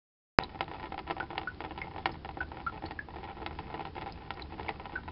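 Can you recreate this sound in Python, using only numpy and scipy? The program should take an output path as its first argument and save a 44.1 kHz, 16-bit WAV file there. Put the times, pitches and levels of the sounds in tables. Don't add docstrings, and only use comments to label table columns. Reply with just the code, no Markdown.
import sys
import numpy as np
from scipy import signal
from scipy.fft import rfft, irfft, next_fast_len
from scipy.io import wavfile
from scipy.ndimage import uniform_filter1d

SR = 44100
rng = np.random.default_rng(int(sys.argv[2]) if len(sys.argv) > 2 else 0)


def unload_wav(signal):
    wavfile.write(
        sys.argv[1],
        SR,
        np.round(np.clip(np.atleast_2d(signal).T, -1, 1) * 32767).astype(np.int16),
    )


N = 225510

# t/s, relative level/dB, brightness/(dB per octave)
DROP_TABLE = [(0.4249, -34.5, -5), (0.5469, -39, -5), (0.591, -42.5, 0), (0.6082, -23.0, 0.5),
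              (0.68, -37.5, -1), (0.7142, -34, -3), (0.7364, -40.5, 0), (0.7441, -39, -2.5),
              (0.798, -37.5, -1.0), (0.8297, -35.5, -2), (0.8398, -35.5, -3), (0.8579, -38, -1.5),
              (0.9218, -31.5, -3), (0.979, -32, -0.5), (0.991, -32, 1), (1.0692, -39, -3),
              (1.0765, -36, -2.5), (1.0999, -29.5, -3), (1.1089, -25.5, -0.5), (1.1665, -34, -5),
              (1.2009, -29.0, -2.5), (1.2292, -34, -7), (1.3045, -34.5, -4), (1.3307, -35.5, -5.5),
              (1.3564, -37, -3), (1.3796, -24, -1), (1.415, -35, -1.5), (1.6055, -32.5, -2),
              (1.6401, -34.5, -3.5), (1.6481, -34, -3.0), (1.7088, -36, -3), (1.7774, -35.5, -0.5),
              (1.7875, -40, 1.5), (1.9622, -34, -5), (1.9819, -34.5, -2.0), (2.0576, -19, 1.0),
              (2.0927, -33.5, -5), (2.1428, -42.5, -1), (2.248, -34.5, -3), (2.2905, -33, -3.0),
              (2.371, -33, -8), (2.4126, -32.5, -3), (2.5175, -35.5, -3.5), (2.545, -41.5, -7),
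              (2.5707, -36.0, -2.5), (2.5971, -40.5, -3.5), (2.8229, -38, -4), (2.8392, -31.5, -8),
              (2.9096, -33, 0), (3.086, -39, -4), (3.1384, -40.5, -4.5), (3.1596, -35, -5),
              (3.185, -40, -4), (3.2313, -38.5, -3.0), (3.2403, -38.5, 1.5), (3.2894, -38.5, -5),
              (3.3692, -39, -6.5), (3.402, -37.5, -9), (3.4177, -35.5, -8.5), (3.4628, -28.5, 2.5),
              (3.5098, -37, -4.5), (3.5887, -31.5, -0.5), (3.7016, -37.5, -3.0), (3.7418, -31, -4.5),
              (3.7944, -31.5, -4.0), (3.8071, -33.5, -1), (3.8526, -33.5, -0.5), (3.8714, -39.5, -0.5),
              (3.9536, -40, -1), (3.9647, -34, -5), (3.9802, -33.5, -2.5), (4.0128, -41, 3.5),
              (4.0205, -34.0, -1), (4.061, -35.5, -2), (4.0683, -36, -1.5), (4.0883, -41, -3.5),
              (4.306, -28.0, 0.5), (4.3728, -38.5, -4), (4.396, -36, -2), (4.5227, -38.5, -5.0),
              (4.5964, -30, -4), (4.6311, -45, 6), (4.663, -39, -2.5), (4.691, -26, 0), (4.7981, -36, -2),
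              (4.8562, -36, 0), (4.9216, -40, -4), (4.9361, -39.5, -9.5), (5.0787, -37, -3.5)]
# f/Hz, relative level/dB, t60/s
PAN_MODES = [(151, -19, .07), (321, -18.5, 0.22), (444.6, -16.5, 0.13), (538.6, -20, 0.14),
             (660, -13.5, 0.062), (787.5, -2, 0.063), (873.6, 0, 0.032), (994, -3.5, 0.042),
             (1176, -29.5, 0.23), (1308, -11, 0.053), (1471, -10, 0.021), (1690, -16, 0.029),
             (1875, -8.5, 0.037), (2092, -10.5, 0.031), (2232, -3, 0.012), (2579, -11, 0.037),
             (2808, -3.5, 0.0083), (3006, -13, .026), (3210, -14.5, 0.021), (3505, -13.5, .026),
             (3873, -21, 0.043), (4185, -24, 0.028), (4460, -28, 0.038), (4910, -22, 0.021)]
# t/s, f at crest/Hz, ring level/dB, t60/s, glide/(octaves per s)
BUBBLE_TABLE = [(0.4356, 3910, -35.5, 0.029, -8), (1.2053, 1480, -25.5, 0.025, 1),
                (1.473, 1483, -28, 0.063, 6), (1.816, 2150, -31, .034, -3), (2.1198, 5170, -49.5, 0.04, -3),
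                (2.4042, 1518, -27.5, 0.058, 0), (2.664, 1374, -26.5, 0.086, 7.5),
                (2.858, 4490, -49, 0.065, 6.5), (2.99, 1675, -28, 0.028, -6.5),
                (4.123, 5170, -47.5, .02, 4), (4.338, 4900, -48, .02, 3), (4.4205, 3550, -36, .022, -32),
                (4.6837, 2120, -33.5, 0.026, -12.5), (4.6898, 2000, -32, .026, -5),
                (4.955, 1536, -28, 0.07, 1.5)]
# t/s, relative spray level/dB
STREAM_FLOW = [(0.42, -42.5), (0.54, -58), (0.78, -50), (1.03, -60.5), (1.42, -53), (1.6, -67), (1.9, -43),
               (2.16, -73.5), (2.58, -60), (2.8, -48), (3.12, -69), (3.3, -44), (3.52, -55), (3.77, -46.5),
               (3.91, -68), (4.02, -54.5), (4.58, -49), (5.1, -53.5)]
# f/Hz, relative level/dB
GARAGE_SPECTRUM = [(15, -12.5), (30, -5.5), (50, -3), (78, 3.5), (105, -6.5), (150, -4.5), (240, -10),
                   (335, -9), (560, -20.5), (880, -20.5), (1300, -26), (2500, -30.5), (5200, -34.5),
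                   (8000, -51.5)]

TIME_S = np.arange(N) / SR
RING_S = np.arange(int(.16 * SR)) / SR
START_S = .3884
CLICK_DB, CLICK_WIDTH_S = -.62, .00029
GARAGE_DB = -47.5
ROOM_DB, ROOM_T60_S = -17.5, 0.17
SWELL_SHARE = 0.039
SPLASH_EQUAL_HZ, SPLASH_DB_PER_OCTAVE = 4200, 9
BAND_HZ, TRACE_DB, TOP_HZ = 5330, -37, 15500


def undb(db):
    return 10 ** (np.asarray(db) / 20)


def rms(x):
    return np.sqrt(np.mean(x ** 2, axis=-1, keepdims=True))


def fade(t_s, t60_s):
    return np.exp(-np.log(1000) * t_s / np.maximum(t60_s, 1e-3))


def place(times_s, sounds):
    out = np.zeros(N + len(RING_S))
    for s, sound in zip(times_s, sounds):
        i = int(np.clip(s * SR, 0, N - 1))
        out[i:i + len(sound)] += sound
    return out[:N]


def walk(rate_hz):
    k = int(SR / rate_hz)
    steps = np.repeat(rng.standard_normal(N // k + 1), k)
    smooth = uniform_filter1d(uniform_filter1d(steps, k), k)
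    return 1.3 * smooth[:N]


def lowpass(x, order, cutoff_hz):
    return signal.sosfilt(signal.butter(order, cutoff_hz, fs=SR, output="sos"), x)


def click():
    edge_s = CLICK_WIDTH_S / 2 - abs(TIME_S - START_S)
    return undb(CLICK_DB) * np.clip(edge_s * SR + .5, 0, 1)


def garage(waver_db):
    hz, db = np.transpose(GARAGE_SPECTRUM)
    bins_hz = np.maximum(np.fft.rfftfreq(N, 1 / SR), 1)
    colour = undb(np.interp(np.log(bins_hz), np.log(hz), db))
    noise = irfft(rfft(rng.standard_normal(N)) * colour, N)
    return noise / rms(noise) * undb(GARAGE_DB + waver_db * walk(7.33))


def struck(rings, late_hz):
    size = next_fast_len(len(RING_S), real=True)
    gain = abs(rfft(rings, size))
    cepstrum = irfft(np.log(gain + 1e-4 * gain.max(axis=1, keepdims=True)), size)
    cepstrum[:, 1:size // 2] *= 2
    cepstrum[:, size // 2 + 1:] = 0
    lag_rad = 2 * np.arctan(np.fft.rfftfreq(size, 1 / SR) / late_hz)
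    return irfft(np.exp(rfft(cepstrum) - 1j * lag_rad), size)[:, :len(RING_S)]


def pan_rings(tilt_db, scatter_db, detune):
    hz, db, t60_s = np.transpose(PAN_MODES)
    chance = rng.standard_normal((len(tilt_db), len(hz) + 1))
    sign = (-1) ** np.arange(len(hz))
    sines = np.sin(2 * np.pi * hz[:, None] * RING_S)
    modes = sign[:, None] * sines * fade(RING_S, t60_s[:, None])
    octaves = np.log2(np.maximum(hz, 300) / 800)
    mode_db = db + tilt_db[:, None] * octaves + scatter_db * chance[:, 1:]
    rings = struck(undb(mode_db) @ modes, late_hz=1560)
    stretch = 1 + detune * chance[:, 0]
    rings = np.array([np.interp(RING_S * k, RING_S, ring) for k, ring in zip(stretch, rings)])
    attack = int(.0045 * SR)
    return rings / rms(rings[:, :attack])


def spray(gain_db, spread_db, tilt_db, count, spot_count):
    spots = pan_rings(tilt_db + np.linspace(-2, 2, spot_count), scatter_db=3.5, detune=0.0045)
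    when, strength, spot = rng.random((count, 3)).T
    s = START_S + (TIME_S[-1] - START_S) * when
    db = np.interp(s, *np.transpose(STREAM_FLOW)) + gain_db + spread_db * (strength - 1)
    index = (spot * spot_count).astype(int)
    return place(s, (gain * spots[k] for gain, k in zip(undb(db), index)))


def room(x):
    t_s = TIME_S[:SR // 2]
    onset = 1 - np.exp(-(t_s / 0.0037) ** 2)
    tail = rng.standard_normal(len(t_s)) * fade(t_s, ROOM_T60_S) * onset
    dull = lowpass(x, 2, 3200)
    return undb(ROOM_DB) * signal.fftconvolve(dull, tail / np.linalg.norm(tail))[:N]


def drops(gain_db):
    s, db, tilt_db = np.transpose(DROP_TABLE)
    rings = pan_rings(tilt_db, scatter_db=2.5, detune=0.0098)
    return place(s, undb(db + gain_db)[:, None] * rings)


def splashes(gain_db, t60_s, low_hz, high_hz, rough_db):
    s, db, tilt_db = np.transpose(DROP_TABLE)
    t_s = RING_S[:len(RING_S) // 2]
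    hz = np.maximum(np.fft.rfftfreq(len(t_s), 1 / SR), 1)
    band = 1 / np.sqrt((1 + (low_hz / hz) ** 4) * (1 + (hz / high_hz) ** 3))
    colour = band * undb(tilt_db[:, None] * np.log2(np.clip(hz, 800, 5000) / 800))
    noise, grain = rng.standard_normal((len(s), 2, len(t_s))).transpose(1, 0, 2)
    clump = int(.002 * SR)
    clumps = np.sqrt(clump) * uniform_filter1d(grain, clump)
    hiss = irfft(rfft(noise * undb(rough_db * clumps)) * colour, len(t_s))
    return place(s, undb(db + gain_db)[:, None] * hiss / rms(hiss) * fade(t_s, t60_s))


def gulps(gain_db, hz, crest_s, follow, heavy_db):
    s, db, tilt_db = np.transpose(DROP_TABLE)
    pitch_hz = hz * 2 ** (0.14 * rng.standard_normal((len(s), 1)))
    swell = (RING_S / crest_s * np.exp(1 - RING_S / crest_s)) ** 3
    size_db = gain_db + follow * (db - db.mean()) - heavy_db * tilt_db
    return place(s, undb(size_db)[:, None] * swell * np.sin(2 * np.pi * pitch_hz * RING_S))


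def fizz(gain_db, spread_db, cycles, lag_s, count):
    parent, delay, strength, pitch = rng.random((count, 4)).T
    s, db, _ = np.array(DROP_TABLE)[(parent * len(DROP_TABLE)).astype(int)].T
    hz = (1400 + 4000 * pitch)[:, None]
    t_s = RING_S[:len(RING_S) // 8]
    grains = np.sin(2 * np.pi * hz * t_s) * fade(t_s, cycles / hz)
    size_db = gain_db + db / 2 + spread_db * (strength - 1)
    return place(s - lag_s * np.log(1 - delay), undb(size_db)[:, None] * grains)


def trailers(gain_db, spread_db, tilt_db, gap_s, trail_s, follow, count):
    s, db, _ = np.transpose(DROP_TABLE)
    delay, strength = rng.random((len(s), 2, count)).transpose(1, 0, 2)
    when_s = s[:, None] + gap_s + trail_s * delay
    size_db = gain_db + follow * (db - db.mean())[:, None] + spread_db * (strength - 1)
    rings = pan_rings(np.full(when_s.size, float(tilt_db)), scatter_db=3, detune=0.014)
    return place(when_s.ravel(), undb(size_db).reshape(-1, 1) * rings)


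def bubbles(crest_s, sag, flutter_db):
    s, hz, db, t60_s, glide = np.transpose(BUBBLE_TABLE)[:, :, None]
    t_s = np.minimum(RING_S, .026) - crest_s
    pitch_hz = hz * 2 ** (glide * t_s - sag * (t_s / crest_s) ** 2)
    tone = np.sin(2 * np.pi * np.cumsum(pitch_hz, axis=1) / SR)
    decay = fade(RING_S, t60_s)
    shape = (1 - np.exp(-RING_S / (SWELL_SHARE * t60_s))) * decay
    ring = shape / shape.max(axis=1, keepdims=True)
    grain = int(.0005 * SR)
    ragged = np.sqrt(grain) * uniform_filter1d(rng.standard_normal(ring.shape), grain)
    splash_db = SPLASH_DB_PER_OCTAVE * np.log2(hz / SPLASH_EQUAL_HZ)
    splash = undb(splash_db) * ragged * decay
    plinks = place(s[:, 0], undb(db) * (ring + splash) * tone)
    return plinks * undb(flutter_db * walk(600))


def echoes(x, db, count):
    lags = (rng.uniform(.004, .022, count) * SR).astype(int)
    dull = lowpass(x, 2, 2300)
    return undb(db) * sum(np.pad(dull, (lag, 0))[:N] for lag in lags)


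def scene():
    plinks = bubbles(crest_s=0.0093, sag=0.064, flutter_db=2.0)
    liquid = drops(gain_db=-2.5) + plinks + echoes(plinks, db=-16.0, count=4)
    liquid += splashes(gain_db=-12.5, t60_s=0.055, low_hz=385, high_hz=1900, rough_db=2.5)
    liquid += gulps(gain_db=-50.0, hz=360.7, crest_s=.014, follow=0.6, heavy_db=0.5)
    liquid += trailers(gain_db=-40, spread_db=14, tilt_db=-2.0, gap_s=.004, trail_s=.018, follow=0.44, count=2)
    liquid += spray(gain_db=5.5, spread_db=20, tilt_db=-2.43, count=900, spot_count=40)
    liquid += fizz(gain_db=-28.0, spread_db=18.5, cycles=13, lag_s=0.042, count=600)
    sound = liquid + room(liquid) + garage(waver_db=1.22)
    return (sound * (TIME_S > START_S) + click())[None]


def record(dry):
    narrow = signal.sosfiltfilt(signal.butter(18, BAND_HZ, fs=SR, output="sos"), dry)
    trace = undb(TRACE_DB) * lowpass(dry, 1, BAND_HZ)
    clipped = np.clip(narrow + trace, -.97, .97)
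    return signal.sosfilt(signal.ellip(8, .2, 70, TOP_HZ, fs=SR, output="sos"), clipped)


dry = scene()
out = record(dry)
unload_wav(out)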